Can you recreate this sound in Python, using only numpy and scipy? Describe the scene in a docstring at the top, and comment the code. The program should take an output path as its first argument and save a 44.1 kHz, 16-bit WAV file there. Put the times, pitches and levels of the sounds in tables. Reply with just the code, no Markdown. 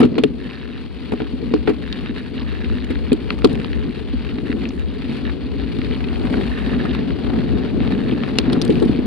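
"""Hard knocks, then rumbling and crunching: a bicycle rolls faster and faster over loose gravel,
heard from a camera clamped to it. Stones crunch under the tyres and crack on the frame, and a loose
part chatters. Loudest is the camera mount: the road shakes it and ruts jolt it, and its ringing
reaches two microphones through the closed case. The case dulls the treble; the hardest jolts clip."""
import sys
import numpy as np
from scipy import signal
from scipy.fft import rfft, irfft, next_fast_len
from scipy.io import wavfile
from scipy.ndimage import uniform_filter1d, map_coordinates

SR = 44100
rng = np.random.default_rng(int(sys.argv[2]) if len(sys.argv) > 2 else 0)


def master_out(mix):
    """Clip the mix to full scale and print it as 16-bit PCM to the path in sys.argv[1]."""
    frames = np.transpose(np.atleast_2d(mix))
    ceiling = np.clip(frames, -1, 1)
    pcm = np.round(ceiling * 32767).astype(np.int16)
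    wavfile.write(sys.argv[1], SR, pcm)


N = 399546
ROCK_HZ = 64.5  # how fast the mount rocks
MUFFLE_HZ = 4860  # the case muffles taps and cracks above this


def amp(db):
    """Turn decibels into a gain."""
    return 10 ** (np.asarray(db) / 20)


def unit(x):
    """Scale x to an average (rms) level of 1."""
    return x / np.sqrt(np.mean(x ** 2) + 1e-20)


def curves(rows):
    """One value per sample for each column after the time."""
    times, *columns = np.transpose(rows)
    return [np.interp(np.arange(N) / SR, times, column) for column in columns]


def wobble(rate):
    """A smooth random curve through rate points a second."""
    return map_coordinates(rng.standard_normal(int(N * rate / SR) + 4), [np.arange(N) * rate / SR])


def filtered(x, response):
    """Filter x with a response given as a function of frequency."""
    size = next_fast_len(N + SR // 4, True)
    return irfft(rfft(x, size) * response(np.fft.rfftfreq(size, 1 / SR)), size)[..., :N]


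def mode(f, hz, width):
    """A resonance with gain 1 at hz: the narrower it is, the longer it rings."""
    return 1j * f * width / (hz * hz - f * f + 1j * f * width)


def coloured(x, points):
    """Shape the tone of a stereo sound by rows of (frequency [Hz], left [dB], right [dB])."""
    size = 4096
    hz, *sides_db = np.transpose(points)
    log_f = np.log(np.fft.rfftfreq(size, 1 / SR) + 1)
    gains = amp([np.interp(log_f, np.log(hz), db) for db in sides_db])
    cepstrum = irfft(np.log(gains), size)
    cepstrum[:, 1:size // 2] *= 2  # folded so the filter rings after a hit, never before
    cepstrum[:, size // 2 + 1:] = 0
    return signal.fftconvolve(x, irfft(np.exp(rfft(cepstrum)), size), axes=1)[:, :N]


def stereo_noise(alike):
    """Left and right white noise; alike runs from 0 (unrelated) to 1 (the same)."""
    a, b = rng.standard_normal((2, N))
    turn = np.arccos(np.clip(alike, -1, 1)) / 2
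    return np.array([np.cos(turn) * a + np.sin(turn) * b, np.cos(turn) * a - np.sin(turn) * b])


def bursts(rate, spread_db, t60):
    """Loudness of random hits, few large and many small, each fading 60 dB in t60 seconds."""
    when, size = rng.random((int(rate * 10), 2)).T
    starts = (when * (N - 1)).astype(int)
    gain = amp(-spread_db * np.log(1 - size * .975) + 2.3 * wobble(16)[starts])
    decay = amp(-60 / (t60 * SR))
    return unit(signal.lfilter([1], [1, -decay], np.bincount(starts, gain, N)))


def pebbles(rate, spread_db, cycles):
    """Small stones snap, each a short fading tone with its own pitch and left-right balance."""
    when, size, pitch, life, side = rng.random((int(rate * 10), 5)).T[..., None]
    hz = 700 * 8.0 ** pitch
    t = np.arange(200) / SR
    tones = np.sin(2 * np.pi * hz * t) * np.exp(-t * hz / (cycles * (0.22 + life))) * hz / 2000
    starts = (when * (N - 1)).astype(int)
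    tones *= amp(-spread_db * np.log(1 - size * .93) + 4.5 * wobble(20)[starts])
    samples = (starts + np.arange(len(t))).ravel()
    sides = [tones * amp(pan_db * (side - 1.5)) for pan_db in (3, -3)]
    return unit(np.array([np.bincount(samples, x.ravel(), N)[:N] for x in sides]))


# How rough the track is: (time [s], mount drumming [dB], roar [dB], crunch [dB], spray [dB])
ROUGHNESS = [(0.0, -22, -53, -45, -69), (0.33, -32, -60, -47.5, -69.5), (0.83, -35, -58.5, -44, -68.5),
             (1.71, -30.5, -55.5, -43, -67), (1.97, -31, -55, -42.5, -66.5), (2.42, -33, -53, -43.5, -67.5),
             (2.75, -29.5, -51, -44.5, -66), (3.18, -31, -46, -41.5, -66), (3.56, -25, -50.5, -44, -64.5),
             (4.06, -33.5, -52, -42.5, -66.5), (4.22, -32, -48, -40.5, -67), (4.5, -28, -47.5, -43, -62.5),
             (4.66, -28, -45, -40.5, -64), (4.76, -32, -48, -48, -63), (4.86, -31, -53, -45.5, -68),
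             (5.0, -33, -51.5, -42.5, -68), (5.12, -26.5, -59, -38.5, -61.5),
             (5.24, -29, -45, -42.5, -66.5), (5.43, -29.5, -50.5, -42.5, -69), (5.7, -28, -59, -40, -64.5),
             (6.03, -28.5, -40.5, -39.5, -63), (6.38, -23, -36.5, -37.5, -59.5),
             (6.6, -28, -38.5, -40, -61), (6.74, -22.5, -36.5, -39, -62), (7.01, -26, -46.5, -39, -66),
             (7.32, -24.5, -37.5, -39.5, -64), (7.77, -23.5, -44, -40.5, -66.5),
             (8.0, -23, -37.5, -41.5, -63.5), (8.38, -26, -38, -38, -65), (8.58, -19.5, -34.5, -42.5, -65),
             (8.7, -20, -37.5, -39, -56), (9.06, -25, -40.5, -40.5, -67)]
# Tone of roar, crunch and bright hits through the case: (frequency [Hz], left [dB], right [dB])
ROAR_TONE = [(200, -31, -18.5), (470, -2, -3.5), (756, -5.5, -4), (900, -4.5, -11.5), (1500, -9.5, -12),
             (2580, -21.5, -21), (6000, -73.5, -77)]
CRUNCH_TONE = [(300, -33.5, -32.5), (940, 0.5, -1.5), (1480, 1, -1.5), (2890, 4, -1), (3200, 3.5, -3.5),
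               (4640, -2, -11), (5160, -15, -16), (5650, -18.5, -28.5), (7700, -53.5, -44.5),
               (20000, -100, -100)]
BRIGHT_TONE = [(3000, -54, -22.5), (5100, -9, 11), (6050, 4, -3), (8100, 6, 5.5), (10430, 4.5, 3),
               (12200, -6.5, -10), (14900, -30, -26), (19600, -55, -53.5)]


def tyres():
    """Tyres on gravel make a dull roar, a hissy crunch of small stones and a spray of fine grit."""
    roar_db, crunch_db, spray_db = curves(ROUGHNESS)[1:]
    grit = bursts(190, spread_db=3.5, t60=0.028)
    fine = bursts(520, spread_db=7, t60=.003)
    roar = stereo_noise(0.43) * (0.5 + 0.86 * grit) * amp(1.1 * wobble(25) + 1.3 * wobble(6.6))
    hiss = stereo_noise(0.73) * (0.7 + 0.8 * grit + 0.24 * fine) * amp(0.54 * wobble(25))
    crunch = hiss + 0.63 * pebbles(500, spread_db=2.8, cycles=2.4)
    spray = stereo_noise(0.23)
    spray *= .5 + 0.52 * grit + 0.3 * fine + 0.2 * bursts(150, spread_db=1.0, t60=.004)
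    return (amp(roar_db) * unit(coloured(roar, ROAR_TONE))
            + amp(crunch_db) * unit(coloured(crunch, CRUNCH_TONE))
            + amp(spray_db) * unit(coloured(spray, BRIGHT_TONE)))


# When the loose part chatters: (start [s], end [s], tapping [dB], rubbing [dB])
CHATTER_RUNS = [(0.383, 0.799, -0.5, -44), (1.095, 1.26, -2, -41), (1.478, 1.55, 0, -35),
                (1.821, 2.0, 2, -38), (2.053, 2.11, 4, -17), (2.158, 2.215, 5.5, -23),
                (2.245, 2.29, -1, -20), (2.368, 2.402, 3, -30), (2.46, 2.667, 3, -27.5),
                (2.695, 2.79, 4.5, -36), (2.81, 2.96, 0, -34), (3.5, 3.844, 2, -38),
                (3.924, 4.002, 0.5, -35), (4.267, 4.32, 2, -30), (4.385, 4.408, 3.5, -32),
                (4.448, 4.521, 6.5, -20), (4.773, 4.836, 0, -26.5), (4.88, 4.96, -7, -34),
                (5.017, 5.057, 0, -29), (5.074, 5.195, -0.5, -28), (5.249, 5.305, 5.5, -20),
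                (5.59, 5.755, -4.5, -29), (5.78, 5.877, -0.5, -41), (6.38, 6.495, 4.5, -32),
                (6.512, 6.755, 3.5, -17), (6.79, 6.995, 2.5, -18), (7.436, 7.713, -1, -44),
                (7.792, 8.303, 2.5, -34), (8.45, 8.858, 0, -36)]
# How it rings: (pitch [Hz], width [Hz], left [dB], right [dB])
LOOSE_MODES = [(1455, 1100, -15.5, -16.5), (1764, 273, -28, -4), (2130, 1200, -15.5, -29),
               (2680, 350, -12, -15.5), (3770, 196, -10, -12)]


def chatter():
    """A loose part taps once or twice per swing of the mount and rubs in between."""
    gap, size, sign, *favours = rng.random((1200, 3 + len(LOOSE_MODES))).T
    times = np.cumsum((.35 + .6 * gap) / ROCK_HZ)
    t = np.arange(N) / SR
    gain = sum(amp(db) * (times > start) * (times < end) for start, end, db, _ in CHATTER_RUNS)
    gain *= amp(4.8 * (size - 0.93)) * np.sign(sign - .5)
    rub = sum(amp(db) * (t > start) * (t < end) for start, end, _, db in CHATTER_RUNS)
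    rub = uniform_filter1d(rub, int(0.015 * SR)) * amp(2.1 * wobble(40))
    out = 0
    for (hz, width, left_db, right_db), favour in zip(LOOSE_MODES, favours):
        strength = gain * amp(4.3 * (favour - 0.67))  # each tap favours different pitches
        taps = np.bincount((times * SR).astype(int), strength, N)[:N]
        scrape = 0.36 * signal.lfilter([1], [1, -.985], taps)  # trails each tap
        rubbing = rub * amp(-5.0 * (hz > 2000))  # stirs high pitches less
        force = taps + (scrape + rubbing) * rng.standard_normal(N)
        ring = filtered(force, lambda f: mode(f, hz, 0.79 * width) * mode(f, hz, 4 * width)
                        / (1 + (f / MUFFLE_HZ) ** 6))
        out += amp([[left_db], [right_db]]) * ring
    return out


# Tone of a crack's dull part: (frequency [Hz], left [dB], right [dB])
DULL_TONE = [(250, 1.5, 4), (574, 24.5, 28), (1362, 25.5, 24.5), (2320, -35.5, -43), (5950, -64.5, -54)]
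# Stones hitting the frame:
# (time [s], level [dB], pitch [Hz], dull part [dB], bright part [dB], length [ms], left over right [dB])
CRACKS = [(0.001, -28.5, 2080, 2, -11.5, 13, 0), (0.014, -30, 2340, -3, -36, 5.6, 0),
          (0.029, -27.5, 2730, -3, -24, 12.6, 4.5), (0.049, -35.5, 2360, -6, -14, 11, 0),
          (0.154, -34, 2300, -8, -34, 1.7, -1), (0.18, -26, 2700, -4.5, -20, 9.6, 0.5),
          (0.2357, -18, 2580, -8, -14, 4.1, -1), (1.1196, -31, 1840, -1.5, -19, 6.6, 3),
          (1.1345, -36.5, 1600, 3, -14, 4.9, 2), (1.2014, -30, 1500, -2, -53, 3, 6),
          (1.2186, -32, 2930, 0.5, -40, 1.6, 1), (1.5375, -28, 2510, 4, -15, 2.2, 6),
          (1.5405, -34, 4180, -12, -18, 2.1, 0), (1.6734, -25, 1940, -4, -28, 9.6, 0),
          (1.6899, -31, 2070, -4, -18, 15, 1), (1.9267, -22, 2930, -22, -19, 1.2, 8),
          (2.0598, -28, 2070, -11, -23, 1.3, 3), (2.6447, -29.5, 2320, -14, -38, 1.7, 4),
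          (2.8435, -35.5, 2650, -33, -10, 3.5, 1), (2.9017, -33.5, 1900, -10, -17.5, 15, 2),
          (2.9552, -28.5, 1920, -8.5, -40, 0.89, 4), (3.1183, -24.5, 2480, -11.5, -31, 3, -1),
          (3.129, -30.5, 3440, -5, -1.5, 3, 7), (3.304, -15, 2150, -6, -23, 1.14, 1),
          (3.387, -39, 2500, -2, -12, 5.2, -1), (3.42, -30.5, 2240, -3, -49, 1.1, 2),
          (3.444, -17.5, 3640, -4.5, -15.5, 6.3, -1), (3.472, -34, 3060, -8, -8, 1.8, 2),
          (3.495, -38, 3260, -19, -14, 1.7, 5), (3.529, -40, 4030, -10, -2, 2.1, 6),
          (3.553, -30.5, 2260, -8, -17, 2.9, 1), (3.5977, -35.5, 2200, -9, -17, 6.3, 0),
          (3.645, -27, 2800, -5, -40, 1.5, 4), (3.731, -26, 2200, -36, -40, 1.1, 1),
          (4.384, -29, 2110, -6, -23, 1.1, -2), (4.527, -24, 1960, -11, -36, 0.77, 1),
          (4.654, -26, 2280, -11, -40, 1.6, 4), (4.689, -39.5, 4900, -25, -20, 2.2, 7),
          (4.2906, -33.5, 2400, -11, -37, 1.2, 2), (4.618, -36, 1800, -10, -40, 1, -10),
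          (4.7052, -38.5, 2780, -9, -35, 4.2, 2), (4.795, -37, 3000, -15, -7, 1.5, -2),
          (5.0197, -34.5, 2500, -11, -33, 3.6, 3), (5.2662, -34, 2700, -10, -35, 1.5, 2),
          (5.293, -35, 1510, 2.5, -38, 1.8, 1), (5.5979, -30.5, 1900, -9, -38, 1.2, 4),
          (5.7864, -35.5, 3500, -5, -10, 1.7, 4), (5.816, -26.5, 2170, -12, -39, 1.3, 4),
          (5.8457, -29.5, 2680, -22, -24, 2.3, 5), (5.9103, -29, 2490, -18, -33, 1.3, 2),
          (6.005, -33, 2000, -12, -33, 2.5, -5), (6.085, -32, 2680, -17, -34, 2.5, 2),
          (6.2696, -33, 2400, -5, -36, 2.5, 2), (6.4744, -38, 2200, -5.5, -30, 2.5, 8),
          (6.04, -32, 2600, -20, -37, 6.8, 4.5), (6.3407, -22, 1390, -22, -51, 2.2, -3),
          (6.851, -32, 1790, 0.5, -20, 7.4, 3), (7.104, -32.5, 2000, -6, -30, 5, 2),
          (6.949, -25.5, 2350, -1.5, -15, 1.4, 4), (7.803, -29.5, 2220, -7, -28, 1.6, 7),
          (7.8754, -27, 2360, -4, -23, 0.96, 6), (7.9213, -28, 2110, -5.5, -12, 1.5, 1),
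          (8.2347, -26.5, 2320, -3, -36, 1.2, 11), (8.3854, -14.5, 4680, -21, 0.5, 1.3, 3),
          (8.3856, -11.5, 3150, -17, -28, 2.6, 0), (8.499, -27, 2280, -24, -38, 1.4, -2),
          (8.524, -37, 4200, -20, -5, 1.5, 5), (8.5296, -24.5, 3860, -12, -14.5, 4.3, -1),
          (8.6151, -20, 4450, -15, -6, 1.5, 3), (8.62, -26.5, 4200, -27, -5, 2.1, 6),
          (8.649, -32.5, 3500, -22, -3, 3.1, 4), (8.678, -36, 4230, -23, -8, 2, 1),
          (8.7, -31.5, 2900, -15, -19, 8.2, 2), (8.724, -42, 4200, -18, -14, 2.8, 7),
          (8.755, -28.5, 2540, -21, -29, 0.7, 8), (8.800, -37, 4200, -23, -7, 1.6, 3),
          (8.8225, -38, 3520, 3, -11.5, 10, 3), (8.850, -46, 4270, -22, -9, 8, -3)]


def stones():
    """A stone cracks on the frame: a noise burst with a dull knock, a ring and a bright fizz."""
    t = np.arange(4096) / SR
    f = np.fft.rfftfreq(len(t), 1 / SR)
    rattle = 0.1 * amp(-60 * t / 0.042)
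    parts = np.zeros((3, 2, N + len(t)))
    for start, db, hz, dull_db, bright_db, ms, pan_db in CRACKS:
        length = ms / 1000
        swell = 1 - np.exp(-t / (0.00008 + 0.14 * length))  # longer cracks start more slowly
        shape = swell * amp(-11 * t / length) + rattle
        middle, side = rng.standard_normal((2, len(t)))
        side = side * [[1], [-1]]
        late_swell = (1 - np.exp(-t / 0.00067)) ** 2
        fizz = shape * late_swell * amp(-4 * t / length) * (middle + 0.9 * side)
        overtone = amp(6.5) * mode(f, 2.305 * hz, 0.18 * hz)
        fizz = irfft(rfft(fizz) * (1 + overtone))
        middle[8:10] += [8.6, -8.6]  # the first contact is a hard click
        burst = shape * (middle + 0.51 * side)
        # the brightest stones hit near the microphone openings, so the case muffles them less
        edge_hz = max(MUFFLE_HZ, 1.35 * hz)
        muffle = signal.freqs(*signal.butter(6, edge_hz, analog=True), f)[1] ** 2
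        ring = irfft(rfft(burst) * mode(f, hz, 1.3 * hz) * mode(f, hz, 0.67 * hz) * muffle)
        ring /= np.sqrt(np.sum(ring ** 2) / (2 * SR * (length + 0.00098)))  # evens out chance loudness
        gains = amp(db + np.array([dull_db, 0, bright_db]))[:, None, None]
        pan = amp([[pan_db / 2], [-pan_db / 2]])
        at = round(start * SR)
        parts[..., at:at + len(t)] += gains * pan * [0.81 * burst, ring, 1.52 * fizz]
    dull, ring, bright = parts[..., :N]
    return coloured(dull, DULL_TONE) + ring + coloured(bright, BRIGHT_TONE)


# How hard the mount rocks: (time [s], level [dB])
ROCK_LEVELS = [(0, -37), (.7, -37.5), (1.3, -33), (2.2, -33.5), (3, -27.5), (4, -29.5), (4.9, -32),
               (5.6, -28.5), (7, -28.5), (8.2, -31.5), (9.06, -26.5)]


def mount_rocking():
    """The mount rocks with a deep rumble, pushing the two microphones in opposite directions."""
    noise = rng.standard_normal((2, N))
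    rock, common = filtered(noise, lambda f: mode(f, ROCK_HZ, 13.8) * mode(f, ROCK_HZ, 60))
    rock, common = unit(rock), 0.3 * unit(common)
    level = amp(curves(ROCK_LEVELS)[0] + 2 * wobble(11))
    return level * amp([[6.05], [0.5]]) * np.array([common + rock, common - rock])


# Jolts from ruts: (time [s], strength [dB], extra for the higher pitches [dB])
RUTS = [(0.002, 2, -2), (0.024, -9, 18), (0.044, 1.5, -0.5), (0.156, -18, 10), (0.179, -11.5, 16.5),
        (0.192, -6, 3), (0.235, -8.5, 14.5), (0.249, -6, -17), (1.120, -9.5, 5), (1.130, -9, 0),
        (1.201, -12.5, 7), (1.217, -13, 5), (1.334, -12.5, -8), (1.426, -15.5, 5.5), (1.512, -10, 0),
        (1.537, -4, 11), (1.675, -16, 20.5), (1.689, -8.5, 8.5), (1.701, -9, 9), (2.094, -11.5, -16),
        (2.639, -10.5, -13), (2.905, -6.5, 0), (3.118, 0.5, 3.5), (3.129, -20, -7), (3.443, 0.5, 10.5),
        (3.457, -12, 2), (4.136, -10, -15), (4.497, -8, -37), (4.382, -13, -12), (4.433, -13, -24),
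        (4.546, -18, -22), (4.66, -17, -22), (5.04, -12.5, -18), (5.092, -10, -15), (5.172, -16, -25),
        (5.788, -11.5, -18), (6.371, -11, -16), (6.398, -10.5, -16), (6.7, -19, -29), (7.534, -10, -29),
        (7.929, -8, -8), (8.05, -11, -18), (8.122, -4.5, 0), (8.385, -7, 7), (8.479, -4, -20),
        (8.572, -5, -15), (8.694, -2, 7.5), (8.819, -9.5, 15.5), (8.858, -1.5, -10), (8.894, -3, -30),
        (8.989, -2.5, -17)]
# How the mount rings: (pitch [Hz], width [Hz], left [dB], right [dB], signed right gain [factor])
MOUNT_MODES = [(134.5, 75, -3, -20, -0.92), (190, 80.5, -8, -4, 0.72), (244.3, 60, 0, 0.5, 0.91),
               (309.1, 27, -23.5, -4, 0.49), (349.4, 52, -5.5, -28, -0.17), (418, 53.5, -4, -28, 0.73)]


def mount_drumming():
    """The rough road and its ruts make the mount ring; each microphone hears its own mix."""
    band_hz, rebound_s, rattle_s = 132.5, 0.0015, 0.01816
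    times, jolt_db, upper_db = np.transpose(RUTS)
    shaking = amp(curves(ROUGHNESS)[0] + 0.18 * wobble(4.6))
    shaking *= np.sqrt(SR / band_hz)  # makes up for the narrow band of noise that rings
    shaking *= 0.71 + 0.27 * bursts(70, spread_db=2.5, t60=0.11)
    shared = rng.standard_normal(N)
    rubber = np.hanning(SR // 800) / (SR / 1600)  # rubber rounds each kick
    out = 0
    for hz, width, left_db, right_db, right_gain in MOUNT_MODES:
        force = shaking * (0.56 * shared + rng.standard_normal(N) + 0.48 * rng.standard_normal((2, N)))
        # a jolt is a kick, its quick rebound and two weaker rattles of the clamp
        luck = rng.random((len(times), 3))
        rattles = times[:, None] + rattle_s * (.4 + .6 * luck[:, :2]) * [.5, 1]
        starts = (np.c_[times, times + rebound_s, rattles] * SR).astype(int).clip(0, N - 1)
        strength = amp(jolt_db + upper_db * (hz > 300) + 3.2 * luck[:, 2])
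        gains = strength[:, None] * [0.64, -0.54, 0.26, 0.2]
        kicks = np.convolve(np.bincount(starts.ravel(), gains.ravel(), N), rubber)[:N]
        weight = amp(0.8 * (hz < 160))  # the lowest pitch takes the weight of the blow
        force += kicks * SR / (2 * np.pi * width) * weight
        sides = amp([[left_db], [right_db]]) * [[1], [right_gain]]
        out += sides * filtered(force, lambda f: mode(f, hz, width) * mode(f, hz, 1.92 * width))
    return out


# How the air pockets ring: (pitch [Hz], width [Hz], left [dB], right [dB])
POCKET_MODES = [(748, 17.5, 6, -6.5), (4350, 170, -2, -18)]
# How far the left wave runs ahead of the right: (frequency [Hz], phase [radians])
LEFT_LEAD = [(800, 0.04), (1800, 0.79), (2500, -0.069), (3200, 0.95), (4600, -0.23)]


def air_pockets(f):
    """The air in front of each microphone boosts some pitches and shifts their timing."""
    lead = np.interp(f, *np.transpose(LEFT_LEAD))
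    ring = sum(amp([[left], [right]]) * mode(f, hz, width) for hz, width, left, right in POCKET_MODES)
    return np.exp(.5j * lead * [[1], [-1]]) * (1 + ring)


def scene():
    """The mount sounds through the case; everything else passes the air pockets."""
    return mount_rocking() + mount_drumming() + filtered(chatter() + tyres() + stones(), air_pockets)


def record(dry):
    """The loudest peaks clip; then a narrow band of treble and the very top are cut."""
    notch_hz, top_hz, fade_hz = 8000, 15900, 700
    clipped = dry / (1 + np.abs(dry) ** 12) ** (1 / 12)
    return filtered(clipped, lambda f: (1 - mode(f, notch_hz, 230))
                    * np.clip((top_hz - f) / fade_hz, 0, 1))


dry = scene()
out = record(dry)
master_out(out)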